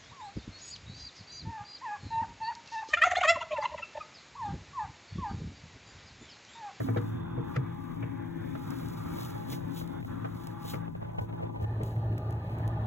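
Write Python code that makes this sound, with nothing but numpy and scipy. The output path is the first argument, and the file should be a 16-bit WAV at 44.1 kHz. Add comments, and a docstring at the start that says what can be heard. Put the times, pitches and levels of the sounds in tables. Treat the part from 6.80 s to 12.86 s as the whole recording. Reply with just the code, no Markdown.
"""Inside a running refrigerator's freezer

A hand-held phone hears it from the empty compartment: shaft harmonics hum, shaped noise is the stirred air.
Knocks ring modes of the plastic liner; fingers slide and tick on the phone's case, which creaks in the hand.
Near the end the phone moves behind the back panel, up to the fan opening, where the drone is louder."""
import sys
import numpy as np
from scipy import signal
from scipy.fft import rfft, irfft, next_fast_len
from scipy.io import wavfile
from scipy.ndimage import uniform_filter1d, map_coordinates

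SR = 44100
rng = np.random.default_rng(int(sys.argv[2]) if len(sys.argv) > 2 else 0)


def log_audio(samples):
    """Write samples as a 16-bit WAV file to the path given in sys.argv[1]."""
    # one column per channel
    frames = np.atleast_2d(samples).T
    # limit to full scale, then quantise
    limited = np.clip(frames, -1, 1)
    pcm = np.round(limited * 32767).astype(np.int16)
    wavfile.write(sys.argv[1], SR, pcm)


N = 267334
T = np.arange(N) / SR

MOTOR_HZ = 55.66  # mean shaft rate
BLADES = 3
# Motor tones. Each row: multiple of the shaft rate (rounded for pitch), level in the compartment in dB,
# left minus right there in dB at the path's strongest lean, right lag there in rad, level at the fan in dB.
MOTOR_TONES = [(1.99, -52, 18, -0.5, -38.5), (2.94, -46, 16.5, 0.5, -49.5), (4.02, -71, 12, -1.5, -61.5),
               (4.94, -53, 20, 2.5, -63), (6.26, -52, 13.5, -1.24, -61.5), (12, -92, -6, 5, -76.5),
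               (15.47, -58.5, -16, 1.6, -60), (17.8, -63, 7.5, 1.9, -70.5), (20.7, -66.5, 20, -1, -82),
               (26.8, -72.5, -16, 1.5, -73.5)]
# The phone's path. Each row: time in seconds, gain of the fan's sound in dB,
# left minus right in the standing wave in dB, strength of that wave in dB.
PHONE_PATH = [(0, -14, -1.5, 13), (.4, -58, 8, -3.5), (1, -27, 24, -0.5), (1.5, -29.5, 18.5, 2),
              (2.1, -58, 10.5, -1), (2.45, -34, 8.5, -2.5), (2.8, -37, 26, -1.5), (3.7, -20, 14, -2),
              (4.05, -23, 34, -7.5), (4.25, -18, -3, -14), (4.72, -13, 25, 1.5), (4.85, -0.5, 4, 6),
              (5.1, 0.5, 4, -18), (6.06, 3.5, 15, -3)]
BOOM_REFERENCE_DB = -38.5  # the fan gain that leaves the compartment's boom level unchanged
BOOM_FALL = 0.052  # dB the compartment's boom loses per dB gained by the fan
BOOM_SHADE, RUSH_SHADE = 1, 3.2  # exponents: how steeply the back panel shuts out boom and rush
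# Brief level changes shared by rush, draught, gap air, grumble (falls only) and, most fully, upper hum.
# Each row: time in seconds, half length in seconds, change in dB.
LEVEL_CHANGES = [(1.166, 0.029, -4), (3.247, 0.029, -14), (4.14, 0.029, -11.5), (4.197, 0.021, -10.5),
                 (4.238, 0.014, -5), (4.32, 0.017, -0.5), (4.395, .016, 0), (4.47, 0.013, -7),
                 (4.571, 0.013, -3), (4.655, 0.017, 3), (4.68, 0.011, -2.5), (4.7, 0.012, 6),
                 (4.727, 0.011, -4), (4.76, 0.0086, 4), (4.848, 0.0082, 6), (4.859, 0.014, -9),
                 (5.03, 0.016, 2.5), (5.15, 0.014, -3)]

# Draught at the fan opening, common to both microphones. Each row: frequency in Hz, level in dB.
FAN_MID_COLOUR = [(25, -34), (55, -6.5), (85, -3), (108, 3.5), (130, -5.5), (190, -17.5), (290, -19),
                  (350, -16), (530, -23.5), (620, -21), (720, -24.5), (860, -23), (1040, -31.5),
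                  (1750, -41), (2500, -47.5), (4000, -51), (4600, -73.5)]
# The same, opposed between the microphones. Each row: frequency in Hz, level in dB.
FAN_SIDE_COLOUR = [(100, -39.5), (350, -38.5), (480, -22.5), (610, -8), (700, 4.5), (850, 15), (980, 16),
                   (1300, 4), (1800, -1), (2300, 0.5), (2600, -3.5), (3600, -12), (4600, -16.5),
                   (7000, -44)]
FAN_MID_DB, FAN_SIDE_DB = -36, -50.5
# Hollow resonances in the fan duct. Each row: frequency in Hz, width in Hz, level in dB.
DUCT_RESONANCES = [(468, 36, -70), (627, 41, -57), (826, 75, -53.5), (1197, 40, -64.5), (1437, 69, -73.5),
                   (1760, 140, -67.5)]
# Resonances of the gap beside the back panel. Each row: frequency in Hz, width in Hz, level in dB.
GAP_RESONANCES = [(396, 31, -60.5), (603, 50, -77), (839, 17, -59), (985, 56, -56.5), (1140, 40, -70.5),
                  (1700, 130, -83)]
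GAP_S, GAP_HALF_S = 4.46, 0.41  # when the phone passes the gap, and half the time that takes
# Compartment air, common to both microphones. Each row: frequency in Hz, level in dB.
AIR_MID_COLOUR = [(25, -32), (45, -10.5), (85, -8), (110, 4.5), (135, -1.5), (165, -3.5), (200, -8),
                  (270, -2.5), (305, -12.5), (390, -21), (670, -33), (790, -20.5), (1150, -15.5),
                  (1350, -20.5), (1680, -22), (2150, -28), (2600, -35), (3900, -71)]
# The same, opposed between the microphones. Each row: frequency in Hz, level in dB.
AIR_SIDE_COLOUR = [(30, -21.5), (100, -6), (145, 1), (210, -8), (275, 5.5), (320, -2.5), (400, -8),
                   (550, -10.5), (900, -13), (1300, -30), (2100, -42), (3500, -31.5), (6000, -94)]
AIR_MID_DB, AIR_SIDE_DB = -40.5, -42

# Knocks on the liner. Each row: start in seconds, thump level in dB, thump frequency in Hz, thump t60 in
# seconds, panel ring level in dB (before a doubling), clack level in dB, low-pass corner in Hz.
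LINER_KNOCKS = [(0.002, -21.5, 114.6, 0.18, -25.5, -31.5, 2030),
                (0.085, -18.5, 111.8, 0.35, -19.5, -32, 2200), (0.161, -28, 125, 0.38, -16, -31, 1500),
                (0.168, -19.5, 109.6, 0.36, -30, -27, 7000), (0.576, -11.5, 122.2, 0.1, -24, -54, 1200),
                (0.767, -11, 131, 0.15, -24, -43, 5000), (1.225, -23, 120, 0.18, -28.5, -33, 2500),
                (1.750, -33, 127, 0.17, -30.5, -33, 3000), (1.914, -40, 130, 0.12, -56, -33.5, 2500),
                (2.253, -35, 70, 0.12, -40, -55, 900), (2.722, -25, 124, 0.15, -33, -34.5, 3000),
                (3.444, -26.5, 122.3, 0.19, -31.5, -32.5, 2940), (3.936, -23, 140.4, 0.15, -26, -38, 4000),
                (4.410, -20.5, 99, 0.12, -32.5, -55, 900), (4.526, -41, 100, 0.081, -40, -43.5, 3000),
                (4.603, -26, 94.7, 0.17, -34, -67, 900), (4.813, -16, 101, 0.17, -30.5, -61, 500),
                (5.003, -49, 109, .15, -23.5, -62, 704)]
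# Liner modes. Each row: nominal frequency in Hz, t60 in seconds, nominal level in dB,
# signed gain at the right microphone (left is 1).
LINER_MODES = [(220.5, 0.093, -4.5, 1), (346.4, 0.1, -5, 0.8), (432, 0.14, -7, 0.53), (464, 0.2, -5, 0),
               (500, 0.079, -26, -1.9), (649, 0.07, 3, -0.76), (734, 0.024, -3.5, -0.55),
               (808, 0.066, -5, -0.23), (1230, 0.045, -22, 0.44), (2240, 0.063, -17, 1)]
# Spectrum of clack and scuff. Each row: frequency in Hz, level in dB.
CLACK_COLOUR = [(300, -1), (550, 15), (800, -3.5), (1300, 12.5), (2500, 6.5), (4000, -11), (7000, -24),
                (10000, -67)]
# Hand scuffs on the liner. Each row: middle in seconds, half length in seconds, level in dB.
HAND_SCUFFS = [(0.088, 0.028, -45.5), (0.169, 0.011, -38), (.585, 0.011, -60), (0.765, 0.021, -37),
               (3.941, 0.017, -44)]

# Fingers sliding on the case. Each row: time at the fastest in seconds, time to speed up in seconds,
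# time to slow down in seconds, level in dB.
FINGER_SLIDES = [(.03, 0.3, 0.086, -55), (.28, 0.44, 0.087, -62), (.7, 0.048, 0.11, -64),
                 (1.05, 0.17, 0.3, -66), (1.98, 0.29, 0.9, -56.5), (2.43, 0.098, 0.11, -49.5),
                 (2.73, 0.031, 0.033, -44), (2.982, 0.04, 0.041, -47), (3.26, 0.046, 0.082, -63.5),
                 (3.63, 0.18, 0.13, -60.5), (3.9, 0.052, 0.047, -45), (4.422, 0.032, 0.024, -62),
                 (4.828, 0.016, 0.018, -60.5), (5.06, 0.024, 0.092, -59), (5.7, 0.044, 0.19, -69)]
REST_DB, STROKE_SHAPE = -72.5, 1.3  # resting fingers; exponent of a slide's rise and fall
# Spectrum of the rubbing. Each row: frequency in Hz, level in dB.
SKIN_COLOUR = [(1500, -12.5), (3000, 3.5), (4000, 9), (5000, 1.5), (6500, 2.5), (9000, -2.5), (12000, 2),
               (15500, 5.5)]
# Ticks of the case under the fingers. Each row: start in seconds, relative level in dB.
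FINGER_TICKS = [(0.764, -64), (1.9056, -52), (2.0697, -65), (2.086, -55), (2.702, -51), (3.0763, -58),
                (3.671, -50.5), (5.034, -50), (5.381, -56), (5.508, -60), (5.526, -63.5), (5.7852, -62),
                (5.878, -54.5)]
PORT_LAG_SAMPLES = 9.7  # case vibration, first microphone to second

# Pressure of the hand's grip. Each row: time in seconds, level of the case's grumble in dB.
GRIP_PRESSURE = [(0, -63), (2.05, -63), (2.4, -48.5), (3.6, -56), (4.2, -39), (4.42, -42), (4.8, -42),
                 (5.1, -87), (6.06, -101.5)]
# Spectrum of grumble and flex. Each row: frequency in Hz, level in dB.
FLEX_COLOUR = [(50, 5), (100, 7), (160, -1.5), (300, 1.5), (500, 6.5), (900, 2.5), (1400, -15),
               (2800, -22.5), (5000, -38)]
# Creaks of the case. Each row: start in seconds, hollow flex level in dB, dry crack level in dB.
CASE_CREAKS = [(.066, -41, -58), (.078, -44, -49), (.147, -42.5, -49), (1.169, -42, -66), (1.412, -46, -64),
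               (2.015, -42, -66), (2.386, -37, -43), (2.420, -42, -50), (2.554, -50, -51),
               (3.014, -38, -44), (3.227, -44, -50), (3.247, -40, -48), (3.444, -40, -59),
               (3.452, -40, -68), (3.467, -45, -66), (3.671, -43, -56), (3.849, -39, -59),
               (3.935, -36, -60), (3.961, -45, -67), (4.080, -46, -54), (4.15, -38, -60), (4.224, -40, -59),
               (4.383, -36, -53), (4.410, -48, -65), (4.526, -54, -57), (4.606, -41, -68),
               (4.619, -53, -68), (4.759, -39, -54), (4.799, -42, -54), (4.842, -38, -58),
               (5.014, -62, -48), (5.164, -61, -49), (5.326, -70, -51), (5.378, -67, -48),
               (5.524, -73, -50), (5.694, -76, -51)]
# Spectrum of the dry cracks. Each row: frequency in Hz, level in dB.
DRY_COLOUR = [(700, -8.5), (1500, 8), (2500, -2), (4000, -13), (7000, -43)]
TOP_HZ = 15900


def undb(db):
    """Decibels to gain."""
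    return 10 ** (np.asarray(db) / 20)


def unit(x):
    """Scale to rms 1."""
    return x / np.sqrt(np.mean(x ** 2))


def curves(table):
    """Each column of a table, joined by straight lines in time."""
    s, *columns = np.transpose(table)
    return [np.interp(T, s, c) for c in columns]


def colour(x, points):
    """Filter by a spectrum of (Hz, dB) points, falling away beyond its ends."""
    hz, db = np.transpose(points)
    size = next_fast_len(N)
    f = np.maximum(np.fft.rfftfreq(size, 1 / SR), 1)
    ends = np.minimum(f / hz[0], 1) ** 2 * np.minimum(hz[-1] / f, 1) ** 2
    gain = ends * undb(np.interp(np.log(f), np.log(hz), db))
    return irfft(rfft(x, size) * gain, size)[..., :N]


def noise(points):
    """Noise of rms 1 with the given spectrum."""
    return unit(colour(rng.standard_normal(N), points))


def walk(rate_hz):
    """Random drift with a spread near 1: steps at rate_hz, smoothed twice."""
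    k = int(SR / rate_hz)
    steps = np.repeat(rng.standard_normal(N // k + 1), k)
    return 1.3 * uniform_filter1d(uniform_filter1d(steps, k), k)[:N]


def swell(s, rise_s, fall_s, shape=2):
    """A smooth rise to 1 at time s and a fall after it."""
    return np.exp(-np.abs((T - s) / np.where(T < s, rise_s, fall_s)) ** shape)


def fade(t, t60):
    """Exponential ring-down, 60 dB in t60 seconds."""
    return np.exp(-np.log(1000) * t / t60)


def add(out, s, sound):
    """Mix a short sound in at time s."""
    i = max(int(s * SR), 0)
    out[..., i:i + sound.shape[-1]] += sound[..., :N - i]


def burst(source, s, t60, attack_s=.001):
    """A dying snatch of noise from time s, with rms 1 over its first 5 ms."""
    t = T[:SR // 10]
    snatch = np.roll(source, -int(s * SR))[:len(t)]
    sound = snatch * fade(t, t60) * (1 - np.exp(-t / attack_s))
    return sound / np.sqrt(np.mean(sound[:SR // 200] ** 2))


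def stereo(mid, side):
    """Left and right from their common and opposed parts."""
    return np.array([mid + side, mid - side])


def boxed(x, t60, share, apart=1):
    """Dense echoes between close walls leave fine peaks and dips above the bass, which shift with time."""
    t = T[:SR // 12]
    places = np.array([walk(3.055) for _ in range(4)])
    echoes = 0
    for nearness in places / np.sqrt(np.sum(places ** 2, axis=0)):
        common, opposed = rng.standard_normal((2, len(t))) * fade(t, t60)
        walls = stereo(common, apart * opposed)
        walls = walls / np.sqrt(np.sum(walls ** 2, axis=1, keepdims=True))
        echoes = echoes + nearness * signal.oaconvolve(x, walls, axes=1)[:, :N]
    return x + colour(share * echoes - 0.35 * x, [(500, -49.0), (1100, 0.5), (2000, 0.5), (16000, 23.5)])


def roam(x, depth_db, rate_hz=11):
    """A moving microphone crosses nodes, so neighbouring bands swell and sink on their own."""
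    out = x
    for hz in np.geomspace(320, 1600, num=7):
        skirts = [(hz / 1.35, -30), (hz / 1.15, -5), (hz, 0), (hz * 1.15, -5), (hz * 1.35, -30)]
        band = colour(x, skirts)
        # the last term offsets the mean power the swelling adds
        out = out + band * (undb(depth_db * walk(rate_hz) - depth_db ** 2 / 10) - 1)
    return out


def resonances(modes, opposed, flutter_db=6):
    """Turbulent air sounds narrow resonances; each swells and fades on its own."""
    out = 0
    for hz, width, db in modes:
        peak = [(hz - 2 * width, -30), (hz - width / 2, -3), (hz, 0),
                (hz + width / 2, -3), (hz + 2 * width, -30), (hz + 4 * width, -55)]
        flutter = unit(undb(flutter_db * np.tanh(walk(35))))
        out = out + undb(db) * flutter * stereo(noise(peak), opposed * noise(peak))
    return out


def hum(turn, inside, at_fan, pan_db, change, waver_db=2.17, waver_rad=0.054, flutter_rad=0.034):
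    """Harmonics of the shaft; the higher, the more they waver, flutter and, inside, share the level changes."""
    out, offside = 0, pan_db / pan_db.max()
    for k, inside_db, lean_db, lag_rad, fan_db in MOTOR_TONES:
        jitter = k * (waver_rad * walk(6) + flutter_rad * walk(30))
        phase = 2 * np.pi * round(k) * turn + rng.uniform(0, 2 * np.pi) + jitter
        waver = undb(waver_db * (k / 4) ** 0.7 * walk(11))
        lean = undb(offside * lean_db / 2)
        pair = np.array([lean * np.sin(phase), np.sin(phase - lag_rad) / lean])
        far = undb(inside_db) * inside * change ** min(k / 12, 1) * pair
        near = undb(fan_db) * at_fan * np.sin(phase)
        out = out + np.sqrt(2) * unit(waver) * (far + near)
    return out


def draught(turn, chop=0.14, flicker_db=0.5, patchy_db=2):
    """Turbulence at the fan opening: coloured noise, its upper part throbbing as the blades pass."""
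    mid, side = undb(FAN_MID_DB) * noise(FAN_MID_COLOUR), undb(FAN_SIDE_DB) * noise(FAN_SIDE_COLOUR)
    air = stereo(mid, side) * undb(flicker_db * walk(14))
    blades = np.sin(2 * np.pi * BLADES * turn)
    air = roam(air, patchy_db)
    throb = chop * blades * colour(air, [(400, -3), (800, 9.0), (8000, 15.0)])
    return boxed(air + throb, t60=0.043, share=0.34, apart=0.12)


def duct(at_fan):
    """The draught sounds hollow resonances in the fan duct."""
    return at_fan * resonances(DUCT_RESONANCES, opposed=0.11)


def gap(change):
    """Air sounds the gap beside the back panel while the phone passes it."""
    return change * swell(GAP_S, GAP_HALF_S, GAP_HALF_S, 4) * resonances(GAP_RESONANCES, opposed=0.4)


def compartment(turn, pan_db, wave_db, boom, opening,
                chop=0.071, flicker_db=1, patchy_db=1.5, stutter_db=7, lumpy_db=6):
    """Stirred air booms in the box, its rush pulsing with the blades; a standing wave leans to one side."""
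    mid, side = undb(AIR_MID_DB) * noise(AIR_MID_COLOUR), undb(AIR_SIDE_DB) * noise(AIR_SIDE_COLOUR)
    air = roam(stereo(mid, side) * undb(flicker_db * walk(15)), patchy_db)
    rush = colour(air, [(300, -30), (480, 0), (20000, 0)])
    wave = colour(air, [(90, -29.5), (170, -26.0), (265, 3.5), (310, -3.5), (400, -22.0)])
    # one microphone lies near a node of the wave
    lean = undb(np.array([pan_db, -pan_db]) / 2)
    lean = undb(wave_db) * lean / np.sqrt(np.mean(lean ** 2, axis=0))
    blades = np.sin(2 * np.pi * BLADES * turn)
    # the rush stutters and breaks into patches while the phone passes the gap beside the panel
    passing = swell(GAP_S, GAP_HALF_S, GAP_HALF_S, 4.8)
    stutter = undb(stutter_db * passing * np.minimum(walk(35), .5))
    lumpy = rush + passing * (roam(rush, lumpy_db, rate_hz=22) - rush)
    booming = boom * (air - rush + wave * (lean - 1))
    echoing = boxed(lumpy, t60=0.045, share=0.56, apart=0.9)
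    return booming + opening * stutter * (1 + chop * blades) * echoing


def ring(modes, t):
    """Decaying modes at both microphones, peak 1; every blow varies their pitch and level."""
    out = 0
    for hz, t60, db, right in modes:
        detune, size = rng.standard_normal(2)
        tone = np.sin(2 * np.pi * hz * (1 + .025 * detune) * t)
        out = out + np.outer([1, right], undb(db + 2.5 * size) * tone * fade(t, t60))
    return out / np.abs(out).max()


def liner_grit(rattle_db=3):
    """Rattling, boxed-in noise of contact with the liner, from which clacks and scuffs are cut."""
    grit = stereo(noise(CLACK_COLOUR), 0.68 * noise(CLACK_COLOUR)) / 2
    return boxed(grit, t60=0.011, share=0.43) * unit(undb(rattle_db * walk(350)))


def knocks(grit, swell_s=0.017, contact_s=0.0022, clack_t60=0.085):
    """Each knock rattles, rings the plastic panel and sets the box booming a moment later."""
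    out, t = np.zeros((2, N)), T[:SR // 2]
    contact = 1 - np.exp(-t / contact_s)
    for s, thump_db, thump_hz, thump_t60, panel_db, clack_db, dull_hz in LINER_KNOCKS:
        clack = np.roll(grit, -int(s * SR), axis=1)[:, :len(t)] * fade(t, clack_t60)
        thump = np.sin(2 * np.pi * thump_hz * t) * fade(t, thump_t60) * (1 - np.exp(-t / swell_s))
        blow = contact * (2 * undb(panel_db) * ring(LINER_MODES, t) + undb(clack_db) * clack)
        dulled = signal.sosfilt(signal.butter(2, dull_hz, fs=SR, output="sos"), blow)
        add(out, s, undb(thump_db) * thump + dulled)
    return out


def scuffs(grit, catch_db=5):
    """The hand scuffs the liner: swells of grit that catch unevenly."""
    scuffing = sum(undb(db) * swell(s, half, half) for s, half, db in HAND_SCUFFS)
    return grit * scuffing * unit(undb(catch_db * walk(160)))


def slides(grain_db=1.63):
    """Skin hisses on the case: grainy noise that rises and falls with each stroke."""
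    strokes = [undb(db) * swell(s, rise, fall, STROKE_SHAPE) for s, rise, fall, db in FINGER_SLIDES]
    power = undb(REST_DB) ** 2 + sum(stroke ** 2 for stroke in strokes)
    return noise(SKIN_COLOUR) * np.sqrt(power) * undb(grain_db * walk(300))


def ticks(tick_db=13, chatter_db=-17, snap_t60=0.013, tail_db=-37, tail_t60=0.18):
    """The case ticks under the fingers: an impulse, a snap of noise and a faint tail."""
    t, out = T[:SR // 10], np.zeros(N)
    for s, db in FINGER_TICKS:
        decay = undb(chatter_db) * fade(t, snap_t60) + undb(tail_db) * fade(t, tail_t60)
        chatter = rng.standard_normal(len(t)) * decay
        add(out, s, undb(db + tick_db) * (signal.unit_impulse(len(t)) + chatter))
    return colour(out, [(1500, 2.7), (3000, 14.2), (8000, 10.5), (15000, 8.6)])


def fingers():
    """Slides and ticks shake the case; the vibration reaches the second microphone later and inverted."""
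    case = slides() + ticks()
    late = map_coordinates(case, [np.arange(N) - PORT_LAG_SAMPLES], order=5)
    return np.array([case, -late])


def grip(change, rough_db=5.5, flex_t60=0.037, crack_t60=0.014):
    """The case grumbles and creaks in the hand; flexing it pushes the two microphones in opposite senses."""
    level_db, = curves(GRIP_PRESSURE)
    hollow, crack = noise(FLEX_COLOUR), noise(DRY_COLOUR)
    flex = np.minimum(change, 1) * undb(level_db) * unit(undb(rough_db * walk(90))) * hollow
    for s, flex_db, crack_db in CASE_CREAKS:
        add(flex, s, undb(flex_db) * burst(hollow, s, flex_t60) + undb(crack_db) * burst(crack, s, crack_t60))
    return np.array([flex, -flex])


def scene():
    """The motor drives hum and air; nearing the fan, the panel shuts out the compartment; the hand adds noises."""
    fan_db, pan_db, wave_db = curves(PHONE_PATH)
    at_fan = undb(fan_db)
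    exposed = np.clip(1 - at_fan, .01, 1)
    inside = exposed ** BOOM_SHADE * undb(BOOM_FALL * (BOOM_REFERENCE_DB - fan_db))
    change = undb(sum(db * swell(s, half, half) for s, half, db in LEVEL_CHANGES))
    # shaft angle in turns, its speed drifting slightly
    turn = np.cumsum(MOTOR_HZ * (1 + 0.00052 * walk(1.947))) / SR
    fan = change * at_fan * draught(turn) + duct(at_fan)
    air = compartment(turn, pan_db, wave_db, inside, change * exposed ** RUSH_SHADE) + gap(change)
    grit = liner_grit()
    hand = knocks(grit) + scuffs(grit) + fingers() + grip(change)
    return hum(turn, inside, at_fan, pan_db, change) + fan + air + hand


def record(dry):
    """The phone cuts the top: a steep low-pass at TOP_HZ."""
    return signal.sosfilt(signal.ellip(10, .2, 70, TOP_HZ, fs=SR, output="sos"), dry)


dry = scene()
out = record(dry)
log_audio(out)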